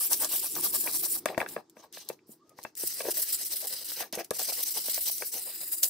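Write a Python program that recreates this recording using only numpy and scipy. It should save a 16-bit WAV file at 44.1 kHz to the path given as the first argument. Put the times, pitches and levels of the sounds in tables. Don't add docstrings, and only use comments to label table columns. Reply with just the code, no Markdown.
import sys
import numpy as np
from scipy import signal
from scipy.fft import rfft, irfft, next_fast_len
from scipy.io import wavfile
from scipy.ndimage import uniform_filter1d

SR = 44100
rng = np.random.default_rng(int(sys.argv[2]) if len(sys.argv) > 2 else 0)


def unload_wav(signal):
    wavfile.write(
        sys.argv[1],
        SR,
        np.round(np.clip(np.atleast_2d(signal).T, -1, 1) * 32767).astype(np.int16),
    )


N = 259749

# (t/s, blade ring against scrape/dB, centre of the rub/Hz, coarse grit/dB, dry scratch/dB)
GRIP_OVER_TIME = [(.5, -46, 1040, -20, 2.5), (1.18, -39, 880, -35, -3), (1.25, -10.5, 633, 16.5, 2),
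                  (2.0, -12.5, 814, 3.5, 5.5), (2.7, -12, 484, 7, 0.5), (3.9, -10, 560, 3.5, 4),
                  (4.02, -16, 593, 10.5, 2), (4.21, -27, 560, 12, -3), (4.35, -12.5, 600, 5.5, 0),
                  (5.0, -11, 746, -2.5, 4), (5.25, -25, 442, -2.5, -4), (5.5, 1, 680, 15, 7)]


def from_db(db):
    return 10 ** (np.asarray(db) / 20)


def rms_one(x):
    return x / np.sqrt(np.mean(x ** 2) + 1e-20)


def in_time(rows):
    s, *columns = np.transpose(rows)
    return [np.interp(np.arange(N) / SR, s, column) for column in columns]


def at_hz(points, hz):
    table_hz, table_db = np.array(points)[:, 0], np.array(points)[:, 1]
    return np.interp(np.log(hz), np.log(table_hz), table_db)


def drift(rate):
    r = np.exp(-40 * np.pi * rate / SR)
    noise = rng.standard_normal(N // 20 + 2002)
    slow = rms_one(signal.lfilter([1], [1, -2 * r, r * r], noise)[2000:])
    return np.interp(np.arange(N) / 20, np.arange(len(slow)), slow)


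def ring(x, hz, t60):
    r = from_db(-60 / (t60 * SR))
    w = 2 * np.pi * hz / SR
    return signal.lfilter([0, np.sin(w)], [1, -2 * r * np.cos(w), r * r], x + 1e-18)


def ticks(per_s, spread_db):
    happens = rng.random(N) < per_s / SR
    sizes = from_db(spread_db * np.minimum(rng.exponential(1, N), 4))
    return rms_one(sizes * happens * rng.standard_normal((2, N)))


def coloured(sources, spectrum, patchy_db, rate):
    lowest, highest = spectrum[0][0], spectrum[-1][0]
    edges = np.geomspace(lowest, highest, round(4 * np.log2(highest / lowest)))
    out = 0
    for k, (low, high) in enumerate(zip(edges, edges[1:])):
        band_filter = signal.butter(2, [low, high], "band", fs=SR, output="sos")
        band = signal.sosfilt(band_filter, sources[k % 2])
        level_db = at_hz(spectrum, np.sqrt(low * high))
        out = out + band * from_db(level_db + patchy_db * drift(rate))
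    return rms_one(out)


def blows(events):
    clicks = np.zeros(N)
    clicks[[round(e[0] * SR) for e in events]] = from_db([e[1] for e in events])
    return clicks


def brush(rust, wires):
    # (f/Hz, level per Hz/dB)
    rust_colour = [(900, -54.5), (1600, -14), (2600, -7.5), (3300, -7), (4400, -0.5), (6300, 5.5),
                   (8000, -23.5)]
    # (f/Hz, level per Hz/dB)
    wire_colour = [(4500, -77), (6500, -2), (8300, 8), (10800, 4.5), (16000, 9)]
    # (f/Hz, width/Hz, level/dB)
    blade_tones = [(4840, 130, 0), (5060, 200, -1), (8150, 200, -1), (9400, 250, -4), (12500, 250, -3),
                   (14100, 250, -2)]
    ring_db, _, grit_db, scratch_db = in_time(GRIP_OVER_TIME)
    tufts = from_db(1.3 * drift(45))
    tips = [ticks(18000, spread_db=1.8) for _ in range(2)]

    scrape = coloured(tips, rust_colour, patchy_db=2.2, rate=20)
    coarse = signal.sosfilt(signal.butter(2, 2400, fs=SR, output="sos"), scrape)
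    scratch = signal.sosfilt(signal.butter(2, [2500, 4200], "band", fs=SR, output="sos"), scrape)
    scrape = scrape + (from_db(grit_db) - 1) * coarse + (from_db(scratch_db) - 1) * scratch

    hiss = wires * coloured(tips, wire_colour, patchy_db=2.3, rate=30)

    blade = 0
    for hz, width, db in blade_tones:
        t60 = np.log(1000) / np.pi / width
        tone = rms_one(ring(tips[0], hz, t60))
        blade = blade + from_db(db + 3.5 * drift(25)) * tone
    return tufts * (rust * (scrape + from_db(ring_db) * blade) + hiss)


def strokes():
    # (push start t/s, pull start t/s, push level/dB, pull level/dB,
    # load on tub/dB, dip before the push/dB)
    back_and_forth = [(-.05, 0.002, -36, -25, -35, 17), (0.096, 0.158, -24.5, -29, -47, 16),
                      (0.189, 0.275, -26.5, -28.5, -45, 8), (0.283, 0.391, -26.5, -26, -52, 11),
                      (0.41, 0.483, -29.5, -33.5, -55, 5), (0.541, 0.608, -32, -27.5, -48.5, 0),
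                      (0.614, 0.681, -25, -29, -47.5, 41), (0.722, 0.775, -24.5, -27.5, -46.5, 15),
                      (0.827, 0.913, -30.5, -28.5, -46, -0.5), (0.916, 0.977, -26, -27, -52.5, 19),
                      (1.019, 1.072, -24.5, -29, -49.5, 17), (1.137, 1.173, -31, -35, -52.5, -2),
                      (2.759, 2.87, -31, -26.5, -65, 34), (2.883, 2.934, -33, -34, -84, 5),
                      (2.96, 3.06, -33.5, -27, -47, 2.5), (3.023, 3.105, -34.5, -28, -37, 7.5),
                      (3.133, 3.216, -29.5, -25, -55, 17), (3.246, 3.321, -31.5, -26, -64, 7),
                      (3.371, 3.447, -33.5, -32.5, -61, 3.5), (3.494, 3.556, -31, -32, -54, 12),
                      (3.603, 3.67, -34, -29.5, -50.5, 0.5), (3.69, 3.757, -33.5, -26, -54, 5.5),
                      (3.754, 3.842, -39, -37.5, -62.5, -3), (3.878, 3.914, -32, -35.5, -65, 8),
                      (3.961, 4.031, -32, -45.5, -46, 6), (4.332, 4.335, -43, -34.5, -38.5, 0),
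                      (4.382, 4.425, -30, -29.5, -44.5, 14), (4.468, 4.515, -29, -29.5, -46, 11),
                      (4.547, 4.626, -31, -27, -55.5, 5.5), (4.644, 4.704, -28, -28.5, -62, 24),
                      (4.736, 4.8, -29.5, -30.5, -52.5, 9), (4.834, 4.894, -31.5, -26.5, -59.5, 7),
                      (4.929, 5.005, -30.5, -30, -68, 7), (5.055, 5.108, -24.5, -31.5, -52.5, 6.5),
                      (5.192, 5.254, -36, -33.5, -54, -2), (5.313, 5.415, -32, -35.5, -51.5, 19),
                      (5.445, 5.53, -37.5, -37, -58, 3), (5.6, 5.653, -32.5, -34.5, -59.5, 12),
                      (5.713, 5.761, -28, -32, -63, 15), (5.82, 5.871, -26, -32, -52, 18)]
    # (t/s, wires over blade on a push/dB, share of a push spent speeding up [0-1],
    # share of a pull spent speeding up [0-1], dip before a pull/dB)
    angle = np.array([(0, 9.9, 0.45, 0.077, 7.3), (0.999, 11.9, 0.58, 0.79, 5.1),
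                      (1.199, 11, 0.68, 0.22, 4.2), (2.803, 13, 0.34, 0.42, 6.5), (3.0, 3.7, 0.9, 0.13, 5),
                      (3.25, 7.1, 0.53, 0.26, 9.7), (3.5, 5.8, 0.69, 0.066, 10.5),
                      (3.7, 6.8, 0.65, 0.063, 26), (3.998, 0.87, 0.94, 0.18, 4.9),
                      (4.4, 2.1, 0.83, 0.67, 7.2), (4.7, 5.8, 0.65, 0.076, 8.9), (5.0, 7.3, 0.47, 0.1, 8.7),
                      (5.4, 7.2, 0.25, 0.13, 2.4), (5.75, 21.7, 0.32, 0.26, 8.9)])
    pull_wires_db, pull_load_db = 3.5, -21.5
    lift_s, lift_db = 0.028, 30
    t, (rust, wires, load) = np.arange(N) / SR, np.zeros((3, N))

    # turn s, share speeding up, level at the turn dB, level at speed dB, wires dB, load dB
    single = []
    for push, pull, push_db, pull_db, load_db, dip_db in back_and_forth:
        wires_db, push_up, pull_up, pull_dip_db = (
            np.interp(pull, angle[:, 0], column) for column in angle.T[1:])
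        single.append((push, push_up, push_db - dip_db, push_db, wires_db, load_db))
        single.append((pull, pull_up, pull_db - pull_dip_db, pull_db,
                       wires_db + pull_wires_db, load_db + pull_load_db))

    following = single[1:] + [(np.inf,)]
    for (turn, speed_up, turn_db, speed_db, wires_db, load_db), after in zip(single, following):
        if after[0] - turn > .2:
            end, end_db = turn + lift_s, speed_db - lift_db
        else:
            end, end_db = after[0], after[2]
        fastest = turn + np.clip(speed_up, .02, .95) * (end - turn)
        now = (t >= turn) & (t < end)
        swing = np.sin(np.interp(t[now], [turn, fastest, end], [0, np.pi / 2, np.pi]))
        rest = from_db(np.where(t[now] < fastest, turn_db, end_db))
        speed = rest + (from_db(speed_db) - rest) * swing
        share = 1 / np.sqrt(1 + from_db(2 * wires_db))
        rust[now] = speed * share
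        wires[now] = speed * share * from_db(wires_db)
        load[now] = from_db(load_db) * (.15 + swing ** 2)
    return np.array([rust, wires, load])


def handling():
    # (start t/s, loudest t/s, end t/s,
    # level/dB, treble over middle/dB, load on tub/dB)
    rustles = [(1.255, 1.268, 1.36, -48, -1, -43), (1.355, 1.395, 1.455, -49, 2.5, -39),
               (1.455, 1.49, 1.607, -50, 6.5, -60), (1.563, 1.572, 1.61, -62, -10, -47),
               (1.742, 1.77, 1.86, -62, -2.5, -62), (1.815, 1.83, 1.866, -58, -8, -56),
               (1.915, 1.94, 2.1, -46, -5, -65), (2.048, 2.09, 2.164, -56, -3, -60.5),
               (2.255, 2.303, 2.365, -64, 11, -74), (2.4, 2.48, 2.58, -76, -10, -72),
               (2.54, 2.6, 2.72, -57, -5, -66), (3.968, 4.02, 4.1, -50, -4, -59),
               (4.122, 4.13, 4.165, -35, -2.5, -42), (4.16, 4.185, 4.222, -36.5, -4.5, -40),
               (4.232, 4.243, 4.259, -48.5, 2, -70)]
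    t, gains = np.arange(N) / SR, np.zeros((3, N))
    for start, loudest, end, rustle_db, treble_db, load_db in rustles:
        swing = np.sin(np.interp(t, [start, loudest, end], [0, np.pi / 2, np.pi])) ** 2
        gains += swing * from_db([[rustle_db], [rustle_db + treble_db], [load_db]])
    trail = np.exp(-1 / (0.0098 * SR))
    uneven = from_db([2.2 * drift(35) for _ in gains])
    return uneven * signal.lfilter([1 - trail], [1, -trail], gains)


def snaps():
    # (t/s, level/dB)
    snap_times = [(0.1311, -10.5), (0.246, -16), (0.553, -22.5), (1.2569, -19.5), (1.3796, -27.5),
                  (1.488, -29.5), (1.6974, -44.5), (1.9263, -36.5), (2.0885, -22.5), (2.494, -46.5),
                  (2.585, -43), (2.616, -51), (2.63, -37), (2.637, -32), (2.7523, -35.5), (4.126, -24),
                  (4.153, -22.5), (4.2458, -32), (4.3069, -18.5), (4.394, -21), (4.944, -17),
                  (5.181, -23.5), (5.8317, -10), (5.8354, -14), (5.8424, -18)]
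    t = np.arange(2000) / SR
    crack = np.exp(-t / .0016)
    spray = 0.55 * np.exp(-t / 0.0062)
    burst = np.convolve(blows(snap_times), crack + spray)[:N]
    bright = signal.butter(2, [4300, 15000], "band", fs=SR, output="sos")
    return from_db(-3.5) * signal.sosfilt(bright, burst * rng.choice([-1, 1], (2, N)))


def tub(load):
    # (f/Hz, level/dB, t60/s)
    modes = [(145, -32, 0.18), (218.8, -17, 0.086), (345, -6, 0.032), (477, 0.5, 0.029), (637, 0.5, 0.028),
             (747, 1, 0.024), (935, 6.5, 0.01), (1184, 3, 0.02), (1564, 10.5, 0.0065), (1670, 4, 0.028),
             (1847, -1, 0.021), (2320, 8.5, 0.0088), (2645, -4, 0.041), (2730, -9.5, 0.022),
             (3440, -4, 0.014)]
    # (t/s, level/dB, hardness in dB per octave, favoured pitch of the spot struck f/Hz)
    knock_rows = [(0.874, -34, -0.5, 2460), (1.258, -22, 0.5, 627), (1.287, -41.5, 6, 677),
                  (1.346, -36.5, -3, 2160), (1.378, -21.5, -2.5, 654), (1.403, -35, 1.5, 2270),
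                  (1.4149, -26, -1.5, 1610), (1.462, -36, -0.5, 1620), (1.564, -25.5, -5, 537),
                  (1.768, -41.5, -6.5, 524), (1.971, -41, -0.5, 680), (2.1, -33, -2, 506),
                  (2.191, -75, 3.5, 2400), (2.291, -52, -19, 393), (2.589, -45, -1, 944),
                  (2.65, -33, 0, 840), (2.834, -36, -10, 402), (3.005, -33, -0.5, 530),
                  (3.07, -51.5, -13, 537), (3.918, -47.5, 0, 1470), (4.005, -32.5, -3, 820),
                  (4.129, -34.5, -9, 650), (4.174, -33, -10, 490), (4.31, -25.5, -4.5, 534),
                  (4.395, -40.5, -3, 640), (4.414, -42.5, 1, 630), (4.521, -40.5, -3, 720),
                  (4.768, -46, 2, 910), (4.882, -36, -5.5, 694), (4.977, -38, -1, 715),
                  (5.222, -33, 0.5, 463)]
    # (start t/s, end t/s, level/dB, favoured pitch f/Hz)
    drags = [(4.012, 4.04, -47, 1720), (4.13, 4.16, -51.5, 2650), (4.181, 4.212, -44.5, 2150)]
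    favour_db, favour_octaves = 8.5, 0.3
    slips_per_drag, slip_spread_db = 6, 3

    when = rng.random((len(drags), slips_per_drag))
    size = rng.normal(0, slip_spread_db, (len(drags), slips_per_drag))
    slips = []
    for r, (start, end, db, hz) in enumerate(drags):
        for k in range(slips_per_drag):
            moment = start + (k + when[r, k]) / slips_per_drag * (end - start)
            slips.append((moment, db + size[r, k], 0, hz))
    knocks = np.array(knock_rows + slips)
    knock_s, knock_db, hardness, favoured_hz = knocks.T

    luck = rng.normal(0, 2.5, (len(knocks), len(modes)))
    rub = ticks(1500, spread_db=3) * load
    rub_centre_hz = in_time(GRIP_OVER_TIME)[1]
    rattle = np.exp(-np.arange(1500) / SR / .008)
    chatter = ticks(2500, spread_db=4)
    out = np.zeros((2, N))
    for k, (hz, db, t60) in enumerate(modes):
        hard_db = hardness * np.maximum(np.log2(hz / 600), -1.5)
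        favoured = favour_db * np.exp(-(np.log2(hz / favoured_hz) / favour_octaves) ** 2)
        struck_db = knock_db + hard_db + favoured + db - 6 + luck[:, k]
        struck = blows(np.c_[knock_s, struck_db])
        chattering = 0.027 * chatter * signal.fftconvolve(struck, rattle)[:N]
        struck = struck * [[1], [0.8 * (-1) ** k]] + chattering

        off_centre = np.log2(hz / rub_centre_hz)
        loss_db = np.where(off_centre > 0, 12., 5.) * np.minimum(off_centre ** 2, 1.5)
        rubbed = rub * from_db(db - loss_db + 2.5 * drift(20))
        out += ring(struck + from_db(-18.5) * rubbed, hz, t60) * (-1) ** k
    return out


def trickle():
    # (t/s, f/Hz, level/dB)
    water = [(2.38, 1000, -110), (2.4, 1050, -70), (2.425, 1200, -64), (2.46, 1230, -78), (2.52, 1240, -62),
             (2.555, 1180, -71), (2.58, 1150, -110)]
    hz, db = in_time(water)
    unsteady_hz = hz * (1 + .022 * drift(60))
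    tone = np.sin(2 * np.pi * np.cumsum(unsteady_hz) / SR)
    return (db > -100) * from_db(db) * from_db(3 * drift(40)) * tone


def stereo(mid_side):
    # (f/Hz, likeness [0-1])
    likeness = [(60, 1), (300, 0.98), (1000, 0.92), (3800, 0.58), (10000, 0.014)]
    size = next_fast_len(N)
    alike = np.clip(at_hz(likeness, np.arange(1, size // 2 + 2) * SR / size), 0, 1)
    mid, side = rfft(mid_side, size) * np.sqrt([1 + alike, 1 - alike]) / np.sqrt(2)
    return irfft(np.array([mid + side, mid - side]), size)[:, :N]


def room(x):
    room_db, room_t60_s = -14.5, .16
    t = np.arange(SR // 4) / SR
    noise = rms_one(rng.standard_normal((2, len(t))))
    tail = noise * from_db(-60 * t / room_t60_s) * (t > .004)
    tail = tail / np.sqrt(np.sum(tail ** 2, axis=1, keepdims=True))
    return x + from_db(room_db) * signal.fftconvolve(x, tail, axes=1)[:, :N]


def background():
    # (f/Hz, level per Hz/dB)
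    air_colour = [(40, -41), (80, -16.5), (160, -11), (280, -7), (335, 1), (430, -7.5), (560, -35),
                  (800, -17.5), (2800, -34.5), (5000, -24), (16000, -54)]
    # (t/s, level/dB)
    low_level = [(0, -72), (.11, -54.5), (.5, -61), (.57, -44.5), (.7, -53), (1.55, -54), (1.63, -65.5),
                 (2.7, -67), (5.9, -66)]
    murmur = coloured(rng.standard_normal((2, 2, N)), air_colour, patchy_db=2.2, rate=12)
    drone = rms_one(ring(rng.standard_normal((2, N)), hz=323, t60=0.18))
    return from_db(in_time(low_level)[0]) * (murmur + from_db(-7.5) * drone)


def scene():
    rust, wires, load = strokes() + handling()
    bright = stereo(brush(rust, wires) + snaps()) * from_db([[.6], [-.6]])
    low = stereo(tub(uniform_filter1d(load, size=300))) * from_db([[1.5], [-1.5]])
    return room(from_db(-0.5) * bright + low + trickle()) + stereo(background())


def record(dry):
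    cutoff_hz = 16050
    thin = signal.sosfilt(signal.butter(2, 70, "high", fs=SR, output="sos"), dry)
    return signal.sosfilt(signal.cheby2(20, 60, cutoff_hz, fs=SR, output="sos"), thin)


dry = scene()
out = record(dry)
unload_wav(out)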